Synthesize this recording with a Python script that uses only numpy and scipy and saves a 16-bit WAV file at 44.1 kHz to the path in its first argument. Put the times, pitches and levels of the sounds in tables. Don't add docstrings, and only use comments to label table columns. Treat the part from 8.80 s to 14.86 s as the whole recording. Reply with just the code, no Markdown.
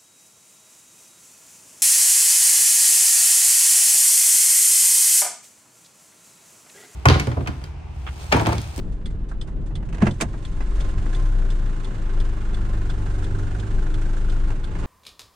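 import sys
import numpy as np
from scipy import signal
from scipy.fft import rfft, irfft
from scipy.io import wavfile
from scipy.ndimage import uniform_filter1d

SR = 44100
rng = np.random.default_rng(int(sys.argv[2]) if len(sys.argv) > 2 else 0)


def output_pcm(signal):
    pcm = np.clip(np.atleast_2d(signal).T, -1, 1) * 32767
    wavfile.write(sys.argv[1], SR, np.round(pcm).astype(np.int16))


N = 267246
TIME = np.arange(N) / SR
FREQS = np.fft.rfftfreq(N, 1 / SR)


def undb(db):
    return 10 ** (np.asarray(db) / 20)


def unit(x):
    return x / np.sqrt(np.mean(x ** 2))


def curves(table):
    s, *columns = np.transpose(table)
    return [np.interp(TIME, s, c) for c in columns]


def along(points, freqs):
    hz, value = np.transpose(points)
    return np.interp(np.log(freqs + 1), np.log(hz), value)


def colour(points, freqs):
    low, high = points[0][0], points[-1][0]
    return undb(along(points, freqs)) * np.minimum(freqs / low, 1) ** 2 / np.maximum(freqs / high, 1) ** 3


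def resonances(modes, freqs):
    return 1 + sum(undb(db) / (1 + 2j * (freqs - hz) / width) for hz, width, db in modes)


def causal(gain):
    cepstrum = irfft(np.log(gain + 1e-4))
    return np.exp(rfft(cepstrum * (1 + np.sign(np.fft.fftfreq(len(cepstrum))))))


def walk(rate_hz):
    k = int(SR / rate_hz)
    held = np.repeat(rng.standard_normal(N // k + 1), k)
    return 1.3 * uniform_filter1d(uniform_filter1d(held, k), k)[:N]


def fade(t, t60):
    return np.exp(-np.log(1000) * t / t60)


def add(out, s, sound):
    start = int(s * SR)
    out[:, start:start + sound.shape[-1]] += sound[..., :N - start]


# f/Hz, side minus mid/dB
MIC_WIDTH = [(30, -6), (110, -13.5), (220, -16), (380, -12), (700, -1.5), (1300, -1), (2400, -4),
             (4400, -4.5), (8000, 0.5)]
def diffuse(envelope, gain, freqs):
    mid, side = rfft(rng.standard_normal((2, len(envelope))) * envelope) * gain
    side = side * undb(along(MIC_WIDTH, freqs))
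    return irfft(np.array([mid + side, mid - side]), len(envelope))


def burst(t, points, modes, t60, tilt_db, attack_s):
    freqs = np.fft.rfftfreq(len(t), 1 / SR)
    envelope = fade(t, t60) * (1 - np.exp(-t / attack_s))
    gain = colour(points, freqs) * undb(tilt_db * np.log2(np.maximum(freqs, 500) / 500))
    crack = diffuse(envelope, causal(gain) * resonances(modes, freqs), freqs)
    return unit(crack) * np.sqrt(np.mean(envelope ** 2))


# f/Hz, level/dB
ROAD_COLOUR = [(10, -14), (32, 4.5), (48, 4.5), (72, -4.5), (100, -3.3), (160, -4.5), (220, -11.5),
               (300, -18.5), (420, -23), (700, -32)]
def road(level_db, swell_db, ease_db_per_s):
    shake = unit(diffuse(undb(swell_db * walk(13)), colour(ROAD_COLOUR, FREQS), FREQS))
    return undb(level_db - ease_db_per_s * (TIME - TIME.mean())) * shake


# t/s, level/dB
WHINE_LEVEL = [(1.2, -85), (1.5, -62), (2.05, -57), (2.4, -55.5), (2.8, -62.5), (3.25, -59), (3.7, -68),
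               (6, -71)]
def whine(hz, drift_hz, flutter_db):
    phase = np.cumsum(hz + drift_hz * walk(40)) / SR
    level_db = curves(WHINE_LEVEL)[0] + flutter_db * walk(24.76)
    return np.sqrt(2) * undb(level_db) * np.sin(2 * np.pi * phase)


# f/Hz, level/dB
HISS_COLOUR = [(1500, 9), (2800, 2.5), (3600, 5.5), (4400, 2.5), (5400, 1.5), (6500, 0), (7600, 2.5),
               (8900, -0.5), (9800, -6), (10800, -14.5), (13000, -22), (16000, -27.5)]
def air_hiss(level_db, t60):
    hiss = unit(diffuse(np.ones(N), colour(HISS_COLOUR, FREQS), FREQS))
    return undb(level_db) * fade(TIME, t60) * hiss


# f/Hz, level/dB
CLICK_COLOUR = [(500, -2), (1100, -3), (1550, 4), (2000, -15.5), (4500, -27), (8500, -27), (11000, -46)]
def click(at_s, level_db, t60):
    out, t = np.zeros((2, N)), np.arange(SR // 4) / SR
    add(out, at_s, undb(level_db) * burst(t, CLICK_COLOUR, [], t60, tilt_db=0, attack_s=0.00081))
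    return out


# f/Hz, t60/s, level on closing/dB, level on opening/dB
HOUSING_MODES = [(2055, 0.23, -17, -34), (3090, 0.076, -16, -6.5), (3320, 0.034, -12, -3),
                 (3457, 0.029, 6, 6), (3590, 0.035, -7, -0.5), (4165, .03, -12, -6),
                 (4300, 0.043, -11, -17), (5050, 0.06, -23.5, -6.5), (6130, 0.031, -15, -8),
                 (7800, 0.031, -21, -17)]
HOUSING_ACCENTS = [1.5, 1.5, 0.5, -1, 0.5, -0.5, 2.5, -3, 2, -0.5, 2, 0.5, -1, -2.5, -1, -0.5, -0.5]
# f/Hz, level/dB
SNAP_COLOUR = [(600, -6.5), (1800, 1.5), (2600, -1.5), (3300, 7), (4500, 0), (6000, -8), (8600, -2),
               (10500, -19.5), (15000, -40)]
def indicator(level_db, ease_db_per_s, ring_db, snap_db, snap_t60):
    first_s, blink_s, growth_s, closed_s = .2567, .696, .0005, .3555
    out, t = np.zeros((2, N)), np.arange(SR // 3) / SR
    blink = np.arange(int(N / SR / blink_s) + 1)
    closings = first_s + blink_s * blink + growth_s * blink ** 2 / 2
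    ticks = np.column_stack([closings, closings + closed_s]).ravel()
    for k, (s, accent_db) in enumerate(zip(ticks[ticks < N / SR], HOUSING_ACCENTS)):
        phases = rng.random((len(HOUSING_MODES), 1, 1))
        phases = phases + 0.083 * rng.standard_normal((len(HOUSING_MODES), 2, 1))
        ring = sum(undb(dbs[k % 2]) * fade(t, t60) * np.sin(2 * np.pi * (hz * t + phase))
                   for (hz, t60, *dbs), phase in zip(HOUSING_MODES, phases))
        ring = ring * (1 - np.exp(-t / 0.0024))
        snap = burst(t, SNAP_COLOUR, [], snap_t60, tilt_db=0, attack_s=0.0012)
        tick = undb(ring_db + accent_db) * ring + undb(snap_db) * snap
        add(out, s, undb(level_db - ease_db_per_s * s) * tick)
    return out


# t/s, crack level/dB, thump level/dB, thump centre f/Hz, crack t60/s, tilt/(dB per octave)
CLUNKS_AND_ENGINE_KNOCKS = [(0.679, -35.5, -56, 200, 0.084, -5.5), (.905, -36, -64, 200, 0.085, -6),
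                            (1.026, -33, -57, 200, 0.06, -3.5), (1.087, -39.5, -33.5, 400, 0.079, 0.5),
                            (1.125, -31.5, -30, 200, 0.071, -0.5), (1.144, -29.5, -32, 200, 0.064, -0.5),
                            (1.169, -35, -50, 200, .04, 0), (1.18, -31, -45, 200, 0.075, -2),
                            (1.203, -32, -15, 95, 0.06, -1), (1.214, -20.5, -21, 130, 0.21, -4.5),
                            (1.22, -13, 1, 206, 0.053, -4), (1.254, -22, -43, 200, 0.083, -2.5),
                            (1.266, -13, -7.5, 270, 0.074, -3.5), (1.308, -29, -18, 165, 0.13, -11),
                            (1.402, -21, -50, 400, 0.027, 0), (1.409, -11.5, -14.5, 450, 0.061, 3.5),
                            (1.418, -19.5, -14.5, 300, 0.043, 5), (1.447, -35, -19.5, 115, .08, -15),
                            (1.537, -27, -42, 200, 0.082, -6.5), (1.804, -22, -29, 300, 0.052, -3.5),
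                            (1.981, -30.5, -36, 200, .06, -4.5), (2.178, -34.5, -42, 200, 0.054, -1),
                            (2.259, -26, -35, 200, 0.061, -6.5), (2.331, -37, -45, 200, 0.064, 0),
                            (5.703, -25, -37, 200, 0.031, -1), (5.951, -30.5, -60, 200, .12, -4),
                            (6.038, -30, -29, 200, 0.18, -5.5)]
# f/Hz, level/dB
CRACK_COLOUR = [(150, 8.5), (280, 5.5), (450, -2.5), (680, -1.5), (1000, 1.5), (1300, -4.5), (1900, -4.5),
                (2650, -4), (3300, -10.5), (5000, -15.5), (6400, -15.5), (8800, -17), (11000, -33),
                (16000, -46)]
# f/Hz, width/Hz, level/dB
CRACK_MODES = [(650, 24, -11), (876, 12, -9), (1650, 110, 1), (1920, 45, 2), (2036, 38, 0), (2650, 48, -2),
               (2900, 50, -12), (3830, 65, -7.5), (6350, 70, 6.5), (8866, 60, -3)]
# f/Hz, t60/s, level/dB
THUMP_MODES = [(93, 0.22, -3.5), (133.4, 0.31, -12), (171, 0.061, -24), (204, 0.063, 1), (213, 0.027, -20),
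               (269.5, 0.088, -19.5), (353, 0.09, -10), (383, 0.027, -43), (402, 0.032, 1),
               (620.5, 0.068, -6), (677, 0.064, -3.5), (880, 0.013, -14)]
def knocks(crack_trim_db, thump_trim_db, push_s, lag_s, reach_octaves, tail_db, tail_t60):
    out, t = np.zeros((2, N)), np.arange(SR // 2) / SR
    push = 1 - np.exp(-(t / push_s) ** 2)
    for s, crack_db, thump_db, centre_hz, t60, tilt_db in CLUNKS_AND_ENGINE_KNOCKS:
        thump = 0
        for hz, mode_t60, db in THUMP_MODES:
            gain = undb(db) / (1 + (np.log2(hz / centre_hz) / reach_octaves) ** 2)
            thump = thump + gain * fade(t, mode_t60) * np.sin(2 * np.pi * hz * t)
        crack = burst(t, CRACK_COLOUR, CRACK_MODES, t60, tilt_db, attack_s=0.0021)
        tail = burst(t, CRACK_COLOUR, CRACK_MODES, tail_t60, tilt_db - 11, attack_s=0.0031)
        add(out, s, undb(crack_db + crack_trim_db) * (crack + undb(tail_db) * tail))
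        add(out, s + lag_s, undb(thump_db + thump_trim_db) * push * thump)
    return out


CYLINDER_LEVELS = [-9.5, -9, -9.5, -7]
def firing(firings, rise, decay, floor, scatter_db):
    cycles = firings + 5 / 12
    count, phase = cycles.astype(int), cycles % 1
    size_db = np.take(CYLINDER_LEVELS, count, mode="wrap") + scatter_db * rng.standard_normal(256)[count]
    knock = (1 - np.exp(-(phase / rise) ** 2)) * np.exp(-phase / decay)
    return floor + unit(knock) * undb(size_db)


# f/Hz, width/Hz, level/dB
INJECTOR_MODES = [(3700, 42, -16), (5570, 39, -15.5), (5900, 16, -3), (6100, 22, -24), (6348, 40, 4.5),
                  (6550, 64, 1.5), (6840, 76, -3), (9300, 57, -2.5)]
def metallic_hiss(envelope):
    return unit(diffuse(envelope, colour(HISS_COLOUR, FREQS) * resonances(INJECTOR_MODES, FREQS), FREQS))


def injectors(firings, grain_db):
    envelope = firing(firings, rise=.2, decay=.4, floor=.46, scatter_db=2)
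    return metallic_hiss(envelope * undb(grain_db * walk(500)))


def injector_tick(firings, at_firing, rise, decay, scatter_db):
    cycles = (firings - at_firing) / 4 + 1
    count, since = cycles.astype(int), 4 * (cycles % 1)
    strength = undb(scatter_db * rng.standard_normal(64)[count])
    envelope = (1 - np.exp(-since / rise)) * np.exp(-since / decay) * strength
    return np.sqrt(np.mean(envelope ** 2)) * metallic_hiss(envelope)


# f/Hz, level/dB
CLATTER_COLOUR = [(300, -35), (520, 6.5), (620, 1), (900, -3), (1050, 0), (1200, -0.5), (1500, 1),
                  (1850, -3), (2250, -7.5), (2650, -7), (3200, -10), (4500, -17), (8000, -37.5)]
# f/Hz, width/Hz, level/dB
FLOOR_MODES = [(600, 12, -2), (750, 24, -1.5), (863, 18, 8.5), (1047, 20, 3.5), (1730, 14, -6),
               (2127, 27, -0.5), (2480, 59, -12), (2854, 44, -3)]
def clatter(firings):
    envelope = firing(firings, rise=.14, decay=.42, floor=.58, scatter_db=1.2)
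    return unit(diffuse(envelope, colour(CLATTER_COLOUR, FREQS) * resonances(FLOOR_MODES, FREQS), FREQS))


# t/s, level/dB
ENGINE_LOAD = [(0, -40), (2.0, -28), (2.35, -2.5), (2.8, -9.5), (3.3, -10.5), (3.8, -5), (4.4, -0.5),
               (5.5, -3.5), (5.8, -7), (5.9, -23), (6.03, -10.5)]
# f/Hz, width/Hz, level/dB
BLOCK_RINGS = [(727.7, 23, 5.5), (1046, 14, -6), (1275, 20, -3.5), (1366, 29, 3.5), (1442, 14.6, 8),
               (1561, 23, 7.5), (1667, 33, -1), (1754, 33, -2.5)]
def diesel_knock(firings, full_load_db):
    envelope = firing(firings, rise=.11, decay=.3, floor=.02, scatter_db=1.3)
    block = sum(undb(db) / (1 + 2j * (FREQS - hz) / width) ** 2 for hz, width, db in BLOCK_RINGS)
    rings = diffuse(np.ones(N), block, FREQS)
    rings = rings / np.sqrt(uniform_filter1d(rings ** 2, size=SR // 40))
    return undb(full_load_db + curves(ENGINE_LOAD)[0]) * unit(rings * envelope)


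# f/Hz, level/dB
CAB_RESPONSE = [(65, 7), (125, -5.5), (175, 0), (220, -6), (255, -5.5), (290, -4.5), (320, 2.5), (350, -13),
                (390, 0), (430, -17.5), (520, -18.5)]
# f/Hz, level/dB
PANEL_COLOUR = [(150, -24), (230, -6), (320, -1), (400, 0.5), (480, -8.5), (620, -16), (900, -13.5)]
def drone(firings, hz, lines_db, panels_db, waver_db):
    lines = 0
    for k in (3, *range(5, 21)):
        gain = undb(along(CAB_RESPONSE, k * hz) + waver_db * walk(9))
        lines = lines + gain * np.sin(2 * np.pi * (k * firings + rng.random()) + 0.1 * walk(4.37))
    panels = diffuse(np.ones(N), colour(PANEL_COLOUR, FREQS), FREQS)
    return undb(lines_db) * unit(lines) + undb(panels_db) * unit(panels)


# t/s, level/dB
FIRING_NOTE = [(0.0, -28), (1.5, -38), (1.78, -24), (2.02, -21.5), (2.13, -23), (2.3, -18.5), (2.51, -16.5),
               (2.9, -20), (3.15, -27.5), (3.39, -16), (3.58, -22), (4.72, -24.5), (4.83, -41), (4.94, -19),
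               (5.65, -18.5), (5.81, -26)]
# t/s, second level/dB, third level/dB, fourth level/dB
FIRING_MULTIPLES = [(1.5, -2.5, -8, -4.5), (1.95, 3.5, -9, -4), (2.4, -3, -4, -2.5), (2.8, -3, -8, -3.5),
                    (3.3, -4, -10, -2), (3.7, 0, -10, -6), (4.15, -1.5, -10, -2.5), (4.6, -2.5, -10, 0.5),
                    (5.6, -2, -10, -3)]
# f/Hz, width/Hz, level/dB
CAB_AIR_MODES = [(47.54, 6.3, -25.5), (95.95, 6.95, -28)]
def boom(firings, hz, waver_db, uneven_db, flutter_db):
    phase = firings + 0.3645 + 0.0091 * walk(26)
    notes = undb(curves(FIRING_NOTE)[0] + waver_db * walk(9.3)) * np.cos(2 * np.pi * phase)
    for k, note_db in enumerate(curves(FIRING_MULTIPLES), start=2):
        response = sum(undb(db) / (1 + 2j * (k * hz - centre) / width)
                       for centre, width, db in CAB_AIR_MODES)
        note = np.real(response * np.exp(2j * np.pi * (k * phase + 0.055 * walk(30))))
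        notes = notes + undb(note_db + flutter_db * walk(23.995)) * note
    return -np.sqrt(2) * undb(uneven_db * walk(50)) * notes


# t/s, half length/s, level change/dB
THROTTLE_DABS = [(2.045, 0.18, 5), (2.153, 0.02, -4), (2.365, .1, 3), (5.812, 0.068, -3),
                 (6.06, 0.098, 3.5)]
def at_microphone(level_db, leak_db, ramp_s, coast_db, door_s=1.23):
    coasting = 1 - undb(curves(ENGINE_LOAD)[0])
    throttle_db = sum(db * np.exp(-((TIME - s) / length_s) ** 2) for s, length_s, db in THROTTLE_DABS)
    let_in = np.clip((TIME - door_s) / ramp_s, 0, 1)
    return undb(level_db + coast_db * coasting + throttle_db) * np.sqrt(undb(leak_db) ** 2 + let_in)


# t/s, firing f/Hz
FIRING_RATE = [(0, 22.27), (1.25, 20.68), (1.85, 21.25), (2.15, 22.59), (2.4, 32.34), (2.65, 29.66),
               (3.2, 26.89), (3.5, 25.01), (4.35, 24.14), (5.05, 25.85), (5.4, 26.38), (5.7, 25.46),
               (6.06, 25.85)]
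def engine(injection_lead):
    hz = curves(FIRING_RATE)[0]
    firings = np.cumsum(hz) / SR
    drone_gain = at_microphone(level_db=-42.5, leak_db=-6, ramp_s=3, coast_db=-2.5)
    clatter_gain = at_microphone(level_db=-47, leak_db=-11, ramp_s=2, coast_db=0.85)
    tick_gain = at_microphone(level_db=-47.5, leak_db=-20, ramp_s=-0.5, coast_db=-6)
    hiss_gain = at_microphone(level_db=-52.5, leak_db=-14.5, ramp_s=0.02, coast_db=-4)
    return (boom(firings, hz, waver_db=0.93, uneven_db=0.5, flutter_db=2.5)
            + drone_gain * drone(firings, hz, lines_db=4.5, panels_db=-3.5, waver_db=2)
            + diesel_knock(firings, full_load_db=-47.5)
            + clatter_gain * clatter(firings)
            + tick_gain * injector_tick(firings, at_firing=2.66, rise=.08, decay=0.39, scatter_db=3)
            + hiss_gain * injectors(firings + injection_lead, grain_db=1))


# f/Hz, left minus right/dB
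MIC_BALANCE = [(30, 2), (100, -2.5), (200, 1), (380, -2.5), (700, -2), (1290, -7.5), (2380, -3), (4400, -2),
               (8000, -2)]
def scene():
    cab = (engine(injection_lead=0.1)
           + whine(hz=1040, drift_hz=4.85, flutter_db=2.5)
           + road(level_db=-31, swell_db=2.4, ease_db_per_s=0.41)
           + indicator(level_db=-35.5, ease_db_per_s=.5, ring_db=-0.6, snap_db=-3.5, snap_t60=0.082)
           + knocks(crack_trim_db=-2.5, thump_trim_db=4, push_s=0.0076, lag_s=0.0027,
                    reach_octaves=0.65, tail_db=-5, tail_t60=0.12)
           + click(at_s=.5135, level_db=-35, t60=0.061)
           + air_hiss(level_db=-61, t60=0.91))
    lean_db = along(MIC_BALANCE, FREQS) * np.array([[1], [-1]]) / 2
    return irfft(rfft(cab) * undb(lean_db), N)


def record(dry):
    return signal.sosfilt(signal.ellip(8, .2, 70, 15700, fs=SR, output="sos"), dry)


dry = scene()
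out = record(dry)
output_pcm(out)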